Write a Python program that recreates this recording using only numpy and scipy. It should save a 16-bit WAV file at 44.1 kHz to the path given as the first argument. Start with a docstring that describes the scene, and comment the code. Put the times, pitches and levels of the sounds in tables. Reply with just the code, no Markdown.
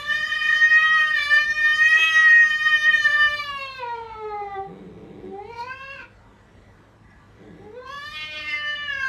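"""A cat yowls in a small tiled bathroom: a long wail sinks into a growl, rises to a short cry, and after a pause
growls up into a new wail. The voice is stacked sine overtones shaped by a moving mouth; under strain its folds
alternate strong and weak beats, which adds lines halfway between the overtones. Growls are filtered slaps;
breath, puffs and intakes are coloured noise. One faint tick falls in the pause.
The tiles smear every glide; a low building hum of wavering sines and room hiss lie underneath."""
import sys
import numpy as np
from scipy import signal
from scipy.fft import rfft, irfft, next_fast_len
from scipy.io import wavfile
from scipy.ndimage import uniform_filter1d, minimum_filter1d, map_coordinates

SR = 44100
rng = np.random.default_rng(int(sys.argv[2]) if len(sys.argv) > 2 else 0)


def to_wav(s):
    """Save 16-bit WAV."""
    ch = np.atleast_2d(s).T  # columns
    pcm = np.round(np.clip(ch, -1, 1) * 32767)  # PCM
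    wavfile.write(sys.argv[1], SR, pcm.astype(np.int16))


def decibels_to_gain(level_db):
    """Convert a level in decibels to a linear amplitude gain (20 dB per decade)."""
    exponent = np.asarray(level_db, float) / 20
    return 10 ** exponent


N = 400428  # samples

# Levels in the tables are those of each layer before scene() blends them.


def unit(x):
    """Scaled to rms 1."""
    return x / np.sqrt(np.mean(x ** 2) + 1e-20)


def along(points, hz):
    """(Hz, value) points read on a log frequency axis."""
    f, v = np.transpose(points)
    return np.interp(np.log(hz + 1), np.log(f + 1), v)


def curves(rows, t):
    """Each column after the time, read at times t."""
    s, *cols = np.transpose(rows)
    return [np.interp(t, s, c) for c in cols]


def span(rows, fade):
    """Sample times of a phrase and its soft on-off window."""
    start, end = rows[0][0], rows[-1][0]
    t = np.arange(round(max(start, 0) * SR), min(round(end * SR), N)) / SR
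    return t, np.clip(np.minimum(t - start, end - t) / fade, 0, 1)


def add(out, x, s):
    """Mix x into out from time s."""
    part = out[round(s * SR):][:len(x)]
    part += x[:len(part)]


def wobble(rate, size):
    """A smooth random curve, rate knots a second."""
    knots = rng.standard_normal(int(size * rate / SR) + 4)
    return map_coordinates(knots, [np.arange(size) * rate / SR])


def filtered(x, response):
    """x times a response of frequency."""
    m = next_fast_len(len(x) + 8192)
    return irfft(rfft(x, m) * response(np.fft.rfftfreq(m, 1 / SR)), m)[:len(x)]


def noise(spectrum, size):
    """Coloured noise of rms 1."""
    return unit(filtered(rng.standard_normal(size), lambda hz: decibels_to_gain(along(spectrum, hz))))


def stack(phase, orders, gain, step, swell_db=3.5, flutter_db=3.0, calm=0):
    """Sines on multiples of one phase (steady part, scatter), each swelling on its own; gains set to rms 1."""
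    swell_cap = 0.47  # swells stop at this many spreads, fades go deep
    gain = gain / np.sqrt(np.sum(gain ** 2, 0) / 2)
    at = np.arange(phase.shape[1])
    turns = rng.uniform(0, np.pi, len(orders))  # throat and walls delay each overtone differently
    total = 0
    for k, g, turn, c in zip(orders, gain, turns, calm + 0 * orders):
        swell = swell_db * np.minimum(wobble(11, len(at)), swell_cap)
        flutter = flutter_db * np.minimum(wobble(30, len(at)), 2 * swell_cap)
        tone = np.sin(k * (phase[0] + (1 - c) * phase[1]) + turn)
        total = total + np.interp(at, at[::step], g) * decibels_to_gain(swell + flutter) * tone
    return total


def dip(hz, centre_hz, depth_db, octaves):
    """Gain in dB around a band that a side cavity swallows; a negative depth lifts it."""
    return -depth_db * np.exp(-(np.log2(hz / centre_hz) / octaves) ** 2)


def vowel(hz, first_hz, sharp, second_db, wide):
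    """Gain of the low tones through two mouth resonances; the second climbs as the jaw drops."""
    # Around the first resonance. Each row: share of its frequency, gain in dB at full sharpness.
    first_shape = [(.3, -42.5), (.66, -16), (1, 5.5), (1.35, -17), (2, -25), (3, -55), (5, -55)]
    shut_hz, open_hz, width_hz = 2350, 3000, 220  # second resonance
    second_hz = shut_hz + wide * (open_hz - shut_hz)
    first = decibels_to_gain(sharp * along(first_shape, hz / first_hz))
    return first + decibels_to_gain(second_db) / (1 + ((hz - second_hz) / width_hz) ** 2)


def spells(t, hz):
    """Gain of each halfway line: every spell of alternating beats sets in fast, holds and dies away."""
    # Spells. Each row: start in s, end in s, level at start and at end in dB before colour, dying in dB per s.
    doubling = [(0.82, 1.12, -48, -44, 144), (1.99, 2.26, -33, -37, 60), (3.858, 4.154, -61.5, -66, 99),
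                (8.165, 8.38, -32.5, -35.5, 153.5), (8.421, 8.49, -32, -24, 85)]
    # Colours of the lines: two humps, one broad hump, one strong line. Each row: frequency in Hz, gain in dB.
    two_humps = [(300, -29), (950, -32), (1570, -5), (2200, -8), (2840, -2.5), (3470, -18), (4100, -29.5),
                 (6600, -23), (9000, -47.5), (13000, -45)]
    broad = [(300, -26), (920, -26.5), (1540, -14), (2150, -1.5), (2760, -6), (3380, -8.5), (4000, -13),
             (4700, -14), (5300, -25), (9000, -51), (13000, -54)]
    one_line = [(300, -36), (900, -34.5), (1500, -27), (2090, -3), (2700, -15), (3300, -29.5), (3900, -33),
                (4600, -24), (5200, -27), (5800, -40.5), (13000, -62)]
    colours = [two_humps, two_humps, two_humps, broad, one_line]  # one per spell
    onset_db_per_s = 401
    gain = decibels_to_gain(-120)
    for (start, end, from_db, to_db, dying), colour in zip(doubling, colours):
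        db = np.interp(t, [start, end], [from_db, to_db])
        db = db - onset_db_per_s * np.clip(start - t, 0, None) - dying * np.clip(t - end, 0, None)
        gain = gain + decibels_to_gain(db + along(colour, hz))
    return gain


def phrase(out, rows, step=64):
    """One sung breath: five strong low tones, upper overtones, halfway lines and breath pulsing at the pitch."""
    # Mouth. Each row: time in s, first resonance in Hz, its sharpness 0-1, gain of the second resonance in dB.
    mouth = [(0, 1440, 0.4, -37), (.1, 1810, 0.6, -13.5), (.6, 1854, 0.84, -19), (1.3, 1857, 0.64, -24.5),
             (1.7, 1762, 0.92, -15.5), (1.92, 2130, 1, -17), (2.04, 2230, 1, -14), (2.12, 2000, 0.87, -17),
             (2.25, 1946, 1, -24), (2.5, 1886, 0.99, -19), (3.25, 1800, 0.79, -2.5), (3.42, 1320, 0.61, -1),
             (3.75, 1045, 0.43, -5), (3.95, 750, 0.61, -20.5), (4.2, 653, 1, -32), (4.3, 629, 0.66, -16),
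             (4.5, 583, 0.86, -14), (4.7, 549, 0.68, -25.5), (5.22, 385, 0.86, -46), (5.31, 433, 0.85, -51),
             (5.43, 566, 1, -23), (5.52, 700, 0.96, -17.5), (5.64, 954, 1, -11), (5.75, 1440, 0.54, -7),
             (6.03, 1350, 0.38, -6), (7.58, 401, 0.55, -37), (7.74, 560, 0.5, -42), (7.79, 786, 0.5, -29),
             (7.85, 1080, 0.6, -29), (7.94, 1600, 0.64, -31), (8.05, 1480, 0.47, -14), (8.14, 1500, 0.6, 3),
             (8.22, 1500, 0.3, 3), (8.35, 1400, 0.35, 2), (8.45, 1580, 0.7, -3), (8.55, 1650, 0.32, -10),
             (8.62, 1770, 0.56, -4), (8.72, 1740, 0.79, -3), (9.08, 1590, 0.8, -10.5)]
    # Side cavities (nose, cheeks) swallow two moving bands. Each row: time in s, lower dip in Hz,
    # its depth in dB, upper dip in Hz, its depth in dB, lift of the lowest tone in dB.
    cavities = [(0, 2400, 9, 4300, 8, 0), (.3, 2450, 2.5, 4380, 3.5, -1), (.7, 2540, 1, 4350, 4.5, -0.5),
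                (.9, 1190, 5, 4400, 2, -7), (1.1, 2500, 13, 5450, 5, 0), (1.3, 3010, 1, 5300, -1, 4),
                (1.55, 3070, 9, 5420, -12, 7), (1.75, 2440, -1, 4270, 4, 0), (2, 1260, 2, 4450, 8, 6),
                (2.3, 1260, -1.5, 4630, 2, -4), (2.8, 1220, -3, 4300, -1, 3.5),
                (3.1, 3000, 9, 5000, 6.5, 8.5), (3.3, 3000, 6.5, 5350, -3, 3), (3.55, 2234, 1, 3850, 2, -3),
                (3.75, 2105, 2, 4220, -4, 4.5), (3.9, 1420, 10, 3280, 3, 3.5), (4.1, 1782, 4, 3100, 0, -10),
                (4.3, 1700, 4, 2950, 8, -1.5), (4.6, 1573, 1.5, 2700, 12, -2),
                (5.22, 1208, 8, 2690, -4, -9), (5.5, 1420, 9, 3670, 15, 0),
                (5.62, 1900, -5, 3430, 21, 13.5), (5.75, 2120, 8, 3900, 17, 1),
                (5.83, 2140, 11, 3970, 12, -0.5), (5.95, 2200, 5, 3900, 16, 8),
                (6.07, 2060, 2, 3440, 3, -11), (7.58, 1150, 10, 2770, 3, -1), (7.72, 1330, 11, 3050, 5, 3),
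                (7.82, 2100, 1, 3080, 12, 5), (7.92, 2240, 12, 4130, 13, 4), (8.03, 2350, 5, 4450, 8, -2),
                (8.14, 2440, 2, 4600, 0, 0), (8.24, 2450, 2, 4900, 23, -3), (8.36, 1830, 5, 4800, 8, 1),
                (8.5, 2400, -5.5, 4000, 7.5, 1), (8.62, 2400, -1, 3600, 18, 2.5),
                (8.74, 2370, 12, 3600, 6, 6), (8.85, 2360, -3, 5230, 5, 11), (9.08, 2130, 6, 3250, 12, -2)]
    # Raspy moments: beats land unevenly and air leaks. Each row: middle in s, half length in s,
    # extra timing scatter (relative, on top of the calm voice's).
    rasps = [(0, 0.19, 1.8), (0.319, 0.35, 1.26), (0.533, 0.08, 1), (0.81, 0.06, 0.7), (1.05, .1, .6),
             (1.21, .09, .6), (1.93, 0.15, 0.88), (3.065, 0.11, 0.94), (3.871, 0.29, 0.69),
             (4.1, 0.24, 0.57), (4.503, .2, 0.37), (5.537, 0.11, 1.4), (5.633, 0.085, 0.96),
             (5.8, 0.27, 0.49), (6.025, 0.12, 4.8), (7.86, 0.17, 1.34), (8.349, 0.32, 0.35),
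             (8.621, .07, 0.42), (9.1, 0.39, 0.7)]
    # Upper overtones, mouth open. Each row: frequency in Hz, relative gain in dB.
    throat_open = [(2000, -37), (3400, 3), (3870, -2), (4470, -3.5), (4870, -1.5), (5480, -12.5),
                   (6440, -4), (7090, -21.5), (8110, -25.5), (9430, -20.5), (13000, -27), (16900, -61.5),
                   (22000, -120)]
    # Upper overtones, mouth nearly closed. Each row: frequency in Hz (climbs as the jaw drops), gain in dB.
    throat_shut = [(1350, -25.5), (2300, 1), (2600, -4), (3090, -7), (3960, -4.5), (4480, -24), (8000, -32),
                   (9000, -31), (11200, -31.5), (13000, -40.5), (16900, -81), (22000, -120)]
    # Colour of the leaking air. Each row: frequency in Hz, relative level in dB.
    breath_colour = [(200, -30), (600, -11), (1200, -22.5), (1900, -12.5), (3000, -9.5), (5000, -12.5),
                     (7000, -15.5), (9000, -40), (13000, -46)]
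    calm_scatter, calm_breath_db, breath_db_per_doubling = 0.4, -48, 7  # breath is set against the low tones
    shut_hz, open_hz = 500, 1850  # first resonance, jaw shut and dropped
    bright_db, dull_hz, dull_octaves, dulling = -41, 5000, 0.73, 0.766  # dulling: dB lost per dB below bright
    clean_hz, clean_share = 8600, 0.25  # tones above this keep only this share of the scatter

    t, window = span(rows, 0.04)
    size, coarse = len(t), t[::step]
    pitch_hz, low_db, upper_db = curves(rows, t)
    first_hz, sharp, second_db = curves(mouth, coarse)
    low_dip_hz, low_dip_db, top_dip_hz, top_dip_db, lift_db = curves(cavities, coarse)
    rasp = calm_scatter + sum(more * np.clip(1 - abs(t - s) / half, 0, 1) for s, half, more in rasps)
    breath_db = calm_breath_db + breath_db_per_doubling * np.log2(rasp / calm_scatter)

    # folds never quite steady
    pitch_hz = pitch_hz * (1 + 0.0032 * wobble(30, size) + 0.00081 * wobble(200, size))
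    # beats land early or late (in cycles)
    scatter = rasp / 100 * (3 * wobble(35, size) + 1.9 * wobble(90, size) + 0.57 * wobble(300, size))
    phase = 2 * np.pi * np.array([np.cumsum(pitch_hz) / SR, scatter / (2 * np.pi) * (2 * np.pi)])
    lows, orders, halfway = np.arange(1, 6), np.arange(6, 31), np.arange(21) + .5

    wide = np.clip((first_hz - shut_hz) / (open_hz - shut_hz), 0, 1)
    hz = np.outer(lows, pitch_hz[::step])
    cavity_db = dip(hz, low_dip_hz, low_dip_db, 0.11) + np.outer(lows == 1, lift_db)
    low_gain = decibels_to_gain(cavity_db) * vowel(hz, first_hz, sharp, second_db, wide)
    low = stack(phase, lows, low_gain, step, swell_db=3.0, flutter_db=2.5)

    hz = np.outer(orders, pitch_hz[::step])
    wide = np.clip(wide * sharp, 0, 1)  # a damped mouth also dulls the top
    faintness = np.clip(upper_db[::step] - bright_db, -10, 0)
    dull_db = dulling * faintness * np.clip(np.log2(hz / dull_hz) / dull_octaves, 0, 1)
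    # resonances climb as the jaw drops
    throat_db = wide * along(throat_open, hz) + (1 - wide) * along(throat_shut, hz / (1 + 0.44 * wide))
    upper_gain = decibels_to_gain(dull_db + dip(hz, top_dip_hz, top_dip_db, 0.16) + throat_db)
    upper = stack(phase, orders, upper_gain, step, calm=(1 - clean_share) * (hz.max(1) > clean_hz))

    lines = spells(coarse, np.outer(halfway, pitch_hz[::step]))
    halves_level = np.interp(t, coarse, np.linalg.norm(lines, axis=0))
    halves = halves_level * stack(phase, halfway, lines, step, swell_db=2.5, flutter_db=3.5)

    pulse = 1 + .7 * np.cos(phase.sum(0))
    breath = decibels_to_gain(low_db + breath_db) * pulse * noise(breath_colour, size)
    shimmer = decibels_to_gain(1.3 * wobble(24.724, size))
    tones = shimmer * (decibels_to_gain(low_db) * low + decibels_to_gain(upper_db) * upper + halves)
    add(out, window * (tones + breath), t[0])


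def tiles(x):
    """Each frequency of the room's answer dies at its own speed; gliding tones fade in and out through it."""
    # Decay of the room. Each row: frequency in Hz, time to fall 60 dB in s.
    decay = [(200, .35), (1200, 0.3), (3000, 0.25), (10000, 0.11)]
    hz, t, z = signal.stft(rng.standard_normal(SR // 2), SR, nperseg=256)
    tail = signal.istft(z * decibels_to_gain(-60 * t / along(decay, hz)[:, None]), SR, nperseg=256)[1]
    delayed = np.pad(x, (200, 0))  # the answer comes 200 samples late
    return signal.fftconvolve(delayed, tail / np.linalg.norm(tail))[:N]


def patchy(x, patchy_db):
    """Random patches of gain over time and frequency."""
    z = signal.stft(x, nperseg=512)[2]
    field = uniform_filter1d(rng.standard_normal(z.shape), size=4, axis=0)
    field = uniform_filter1d(field, size=20, axis=1)
    return unit(signal.istft(z * decibels_to_gain(patchy_db * unit(field)), nperseg=512)[1][:len(x)])


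def background():
    """Room noise that drifts a little over a building hum of sines wavering in level and phase."""
    # Hum. Each row: frequency in Hz, level in dB.
    hum_tones = [(53.8, -59), (102.3, -55.5), (199.2, -62.5)]
    # Colour of the room noise. Each row: frequency in Hz, relative level in dB.
    air_colour = [(15, -41.5), (25, -25), (53, 0), (108, -8), (130, -6), (270, -12), (411, -14.5),
                  (444, -13.5), (811, -19.5), (924, -18), (1690, -21.5), (1880, -24), (1960, -16.5),
                  (2050, -26), (2500, -28), (3900, -32.5), (4800, -38), (8300, -41.5), (9000, -48.5),
                  (13000, -52.5), (16900, -83), (22000, -120)]
    t = np.arange(N) / SR
    hum = 0
    for hz, db in hum_tones:
        level = decibels_to_gain(db + 0.95 * wobble(6.9, N))
        hum = hum + level * np.sin(2 * np.pi * hz * t + 4.5 * wobble(4.1, N))
    air_level = decibels_to_gain(-53 + 0.6 * wobble(3.7, N))
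    return hum + air_level * patchy(noise(air_colour, N), patchy_db=2.5)


def puff(out, s, db, t60):
    """A puff of air where the voice breaks: noise that jumps up and dies away."""
    t = np.arange(SR // 4) / SR
    shape = decibels_to_gain(db - 60 * t / t60) * (1 - np.exp(-t / 0.0017))
    colour = [(150, -39.0), (300, 3.0), (1000, -2.0), (2500, -19.0), (5000, -17.0), (12000, -35)]  # (Hz, dB)
    add(out, shape * noise(colour, len(t)), s)


def growl(out, start, end, from_db, to_db):
    """Slack folds slap unevenly about a hundred times a second behind a closed mouth."""
    # Closed-mouth modes. Each row: frequency in Hz, width in Hz, gain in dB.
    chest_modes = [(158, 34, 4), (215, 15, 1), (290, 53, -3.5), (428, 78, -1), (750, 150, -15.5),
                   (1150, 270, -25.5), (2200, 130, -24), (3840, 270, -31)]
    slaps_per_s, fade_s = 100, 0.028
    t, window = span([(start,), (end,)], fade_s)
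    beats = np.cumsum(slaps_per_s * (1 + 0.11 * wobble(60, len(t)))) / SR
    slaps = np.diff(np.floor(beats), prepend=0) * decibels_to_gain(1.0 * wobble(90, len(t)))
    source = unit(slaps) + 0.32 * rng.standard_normal(len(t))

    def chest(f):
        """The modes side by side, with alternating sign."""
        return sum((-1) ** k * decibels_to_gain(db) * 1j * f * w / (c * c - f * f + 1j * f * w)
                   for k, (c, w, db) in enumerate(chest_modes))

    level = decibels_to_gain(np.linspace(from_db, to_db, len(t)) + 0.79 * wobble(16, len(t)))
    add(out, window * level * unit(filtered(source, chest)), t[0])


def intake(out):
    """Air drawn in between cries: noise in narrow throat resonances, coloured anew each time."""
    # Intakes. Each row: start in s, end in s, level in dB, favoured frequency in Hz.
    intakes = [(4.7, 5.449, -68.5, 2400), (6.181, 6.397, -60.5, 950), (6.546, 6.853, -76, 1970),
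               (6.996, 7.293, -57, 1454), (7.329, 7.654, -59.5, 1844)]
    # Throat resonances. Each row: frequency in Hz, width in Hz, level in dB before the colouring.
    whisper = [(903, 43, -2.5), (1163, 18, -4), (1670, 120, -5.5), (1976, 160, -5.5), (2400, 104, -20),
               (2740, 200, -23), (3620, 220, -9)]
    loss_db_per_octave = 18  # away from the favoured frequency
    for start, end, db, near_hz in intakes:
        size = round((end - start) * SR)
        away = abs(np.log2(np.transpose(whisper)[0] / near_hz))
        colour = decibels_to_gain(1.9 * rng.standard_normal(len(whisper)) - loss_db_per_octave * away)
        hiss = filtered(rng.standard_normal(size), lambda f: sum(
            g * decibels_to_gain(level) / np.sqrt(w) / (1 + ((f - hz) / w * 2) ** 2)
            for g, (hz, w, level) in zip(colour, whisper)))
        add(out, decibels_to_gain(db) * np.hanning(size) ** .5 * unit(hiss), start)


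def tick():
    """A claw on a tile: one faint tick of dying sines between the cries."""
    # Level in dB, then the modes. Each mode: frequency in Hz, level in dB, time to fall 60 dB in s.
    claw = (-59, [(2750, -3, .025), (5500, 0, .022), (8200, -10, .012)])
    out, t = np.zeros(N), np.arange(SR // 10) / SR
    db, modes = claw
    ring = sum(decibels_to_gain(level - 60 * t / t60) * np.sin(2 * np.pi * hz * t) for hz, level, t60 in modes)
    add(out, decibels_to_gain(db) * ring, 7.105)
    return out


def cat():
    """All phrases, growls, intakes of air and the puffs where the voice breaks."""
    # The three cries. Each row: time in s, pitch in Hz, level of the five low tones in dB,
    # level of the upper overtones in dB.
    wail = [(-0.04, 568, -30, -38.5), (0.04, 587.5, -31, -45), (0.13, 603.6, -23, -41.5),
            (0.3, 617, -23, -41.5), (0.56, 614.4, -18.5, -43), (0.73, 624, -16.5, -43),
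            (0.91, 631.8, -16, -43), (0.94, 633.3, -15, -41), (0.98, 625, -17.5, -42),
            (1.13, 612.8, -21.5, -42.5), (1.19, 587.5, -18.5, -38), (1.26, 579, -29, -36),
            (1.32, 592.2, -17, -38.5), (1.56, 609.4, -24.5, -42.5), (1.62, 602.9, -16, -40.5),
            (2.02, 642.1, -18, -39), (2.24, 629, -13, -39.5), (2.38, 622.8, -16, -41),
            (2.62, 612.2, -23.5, -43), (2.67, 618, -14.5, -43.5), (2.84, 607, -22, -39.5),
            (2.87, 618.9, -16, -44), (3.05, 595, -22, -38.5), (3.08, 590.4, -20.5, -42),
            (3.25, 598.3, -16.5, -41.5), (3.38, 585.9, -28.5, -40.5), (3.78, 518.2, -33, -46),
            (3.84, 480.2, -30, -53), (3.98, 459.8, -34.5, -56), (4.25, 428, -33, -58),
            (4.57, 387.9, -31.5, -58), (4.68, 397.5, -43, -68)]
    cry = [(5.22, 355.3, -28, -79), (5.271, 380.3, -45.5, -78), (5.34, 386.6, -37, -64),
           (5.391, 405.5, -29.5, -66), (5.447, 436, -44.5, -62), (5.505, 471.2, -38.5, -54),
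           (5.609, 469.2, -33, -46), (5.639, 501.8, -29.5, -54), (5.722, 527.6, -34, -55),
           (5.835, 539.8, -38, -54), (5.922, 549.5, -39, -52.5), (5.97, 537.3, -39.5, -56.5),
           (6.019, 485, -42.5, -57), (6.07, 451, -50, -66)]
    last_wail = [(7.58, 381.7, -43, -83), (7.7, 432, -40.5, -90), (7.76, 493.2, -43.5, -66.5),
                 (7.85, 530.5, -41, -62), (7.874, 523.7, -33.5, -49), (7.93, 561.8, -36, -48),
                 (8.11, 610.2, -37.5, -44), (8.241, 614.5, -36.5, -47.5), (8.4, 606, -34.5, -48.5),
                 (8.55, 596.5, -37.5, -49.5), (8.61, 592, -30.5, -51), (8.67, 593.2, -28, -49.5),
                 (8.724, 591.5, -23.5, -53), (8.865, 581, -29.5, -51), (8.951, 547, -26.5, -49),
                 (9.12, 519.6, -18, -44.5)]
    # Growls. Each row: start in s, end in s, level at start in dB, level at end in dB.
    growls = [(4.647, 5.321, -44, -41.5), (7.381, 7.685, -45, -47)]
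    # Voice breaks. Each row: time in s, level in dB, time to fall 60 dB in s.
    breaks = [(1.95, -37, 0.09), (1.985, -38.5, 0.14)]
    out = np.zeros(N)
    for rows in (wail, cry, last_wail):
        phrase(out, rows)
    for row in growls:
        growl(out, *row)
    intake(out)
    for row in breaks:
        puff(out, *row)
    return out


def limited(x):
    """The limiter turns the loudest swells down smoothly."""
    limit, hold = 0.47, 1800  # loudest swing let through; samples it looks around
    need = np.minimum(1, limit / (abs(x) + 1e-9))
    return x * uniform_filter1d(minimum_filter1d(need, size=hold), size=hold // 2)


def scene():
    """The cat and the tick, direct and off the tiles, over the room noise and hum."""
    voice = cat() + tick()
    return (decibels_to_gain(-2.0) * voice + decibels_to_gain(-4.5) * tiles(voice) + background())[None]


def band_limit(x):
    """A steep low-pass at the top of the band."""
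    return signal.sosfilt(signal.butter(12, 13130, fs=SR, output="sos"), x)


def record(dry):
    """A phone's limiter finishes the mix."""
    mix = limited(dry)
    return band_limit(mix)


dry = scene()
out = record(dry)
to_wav(out)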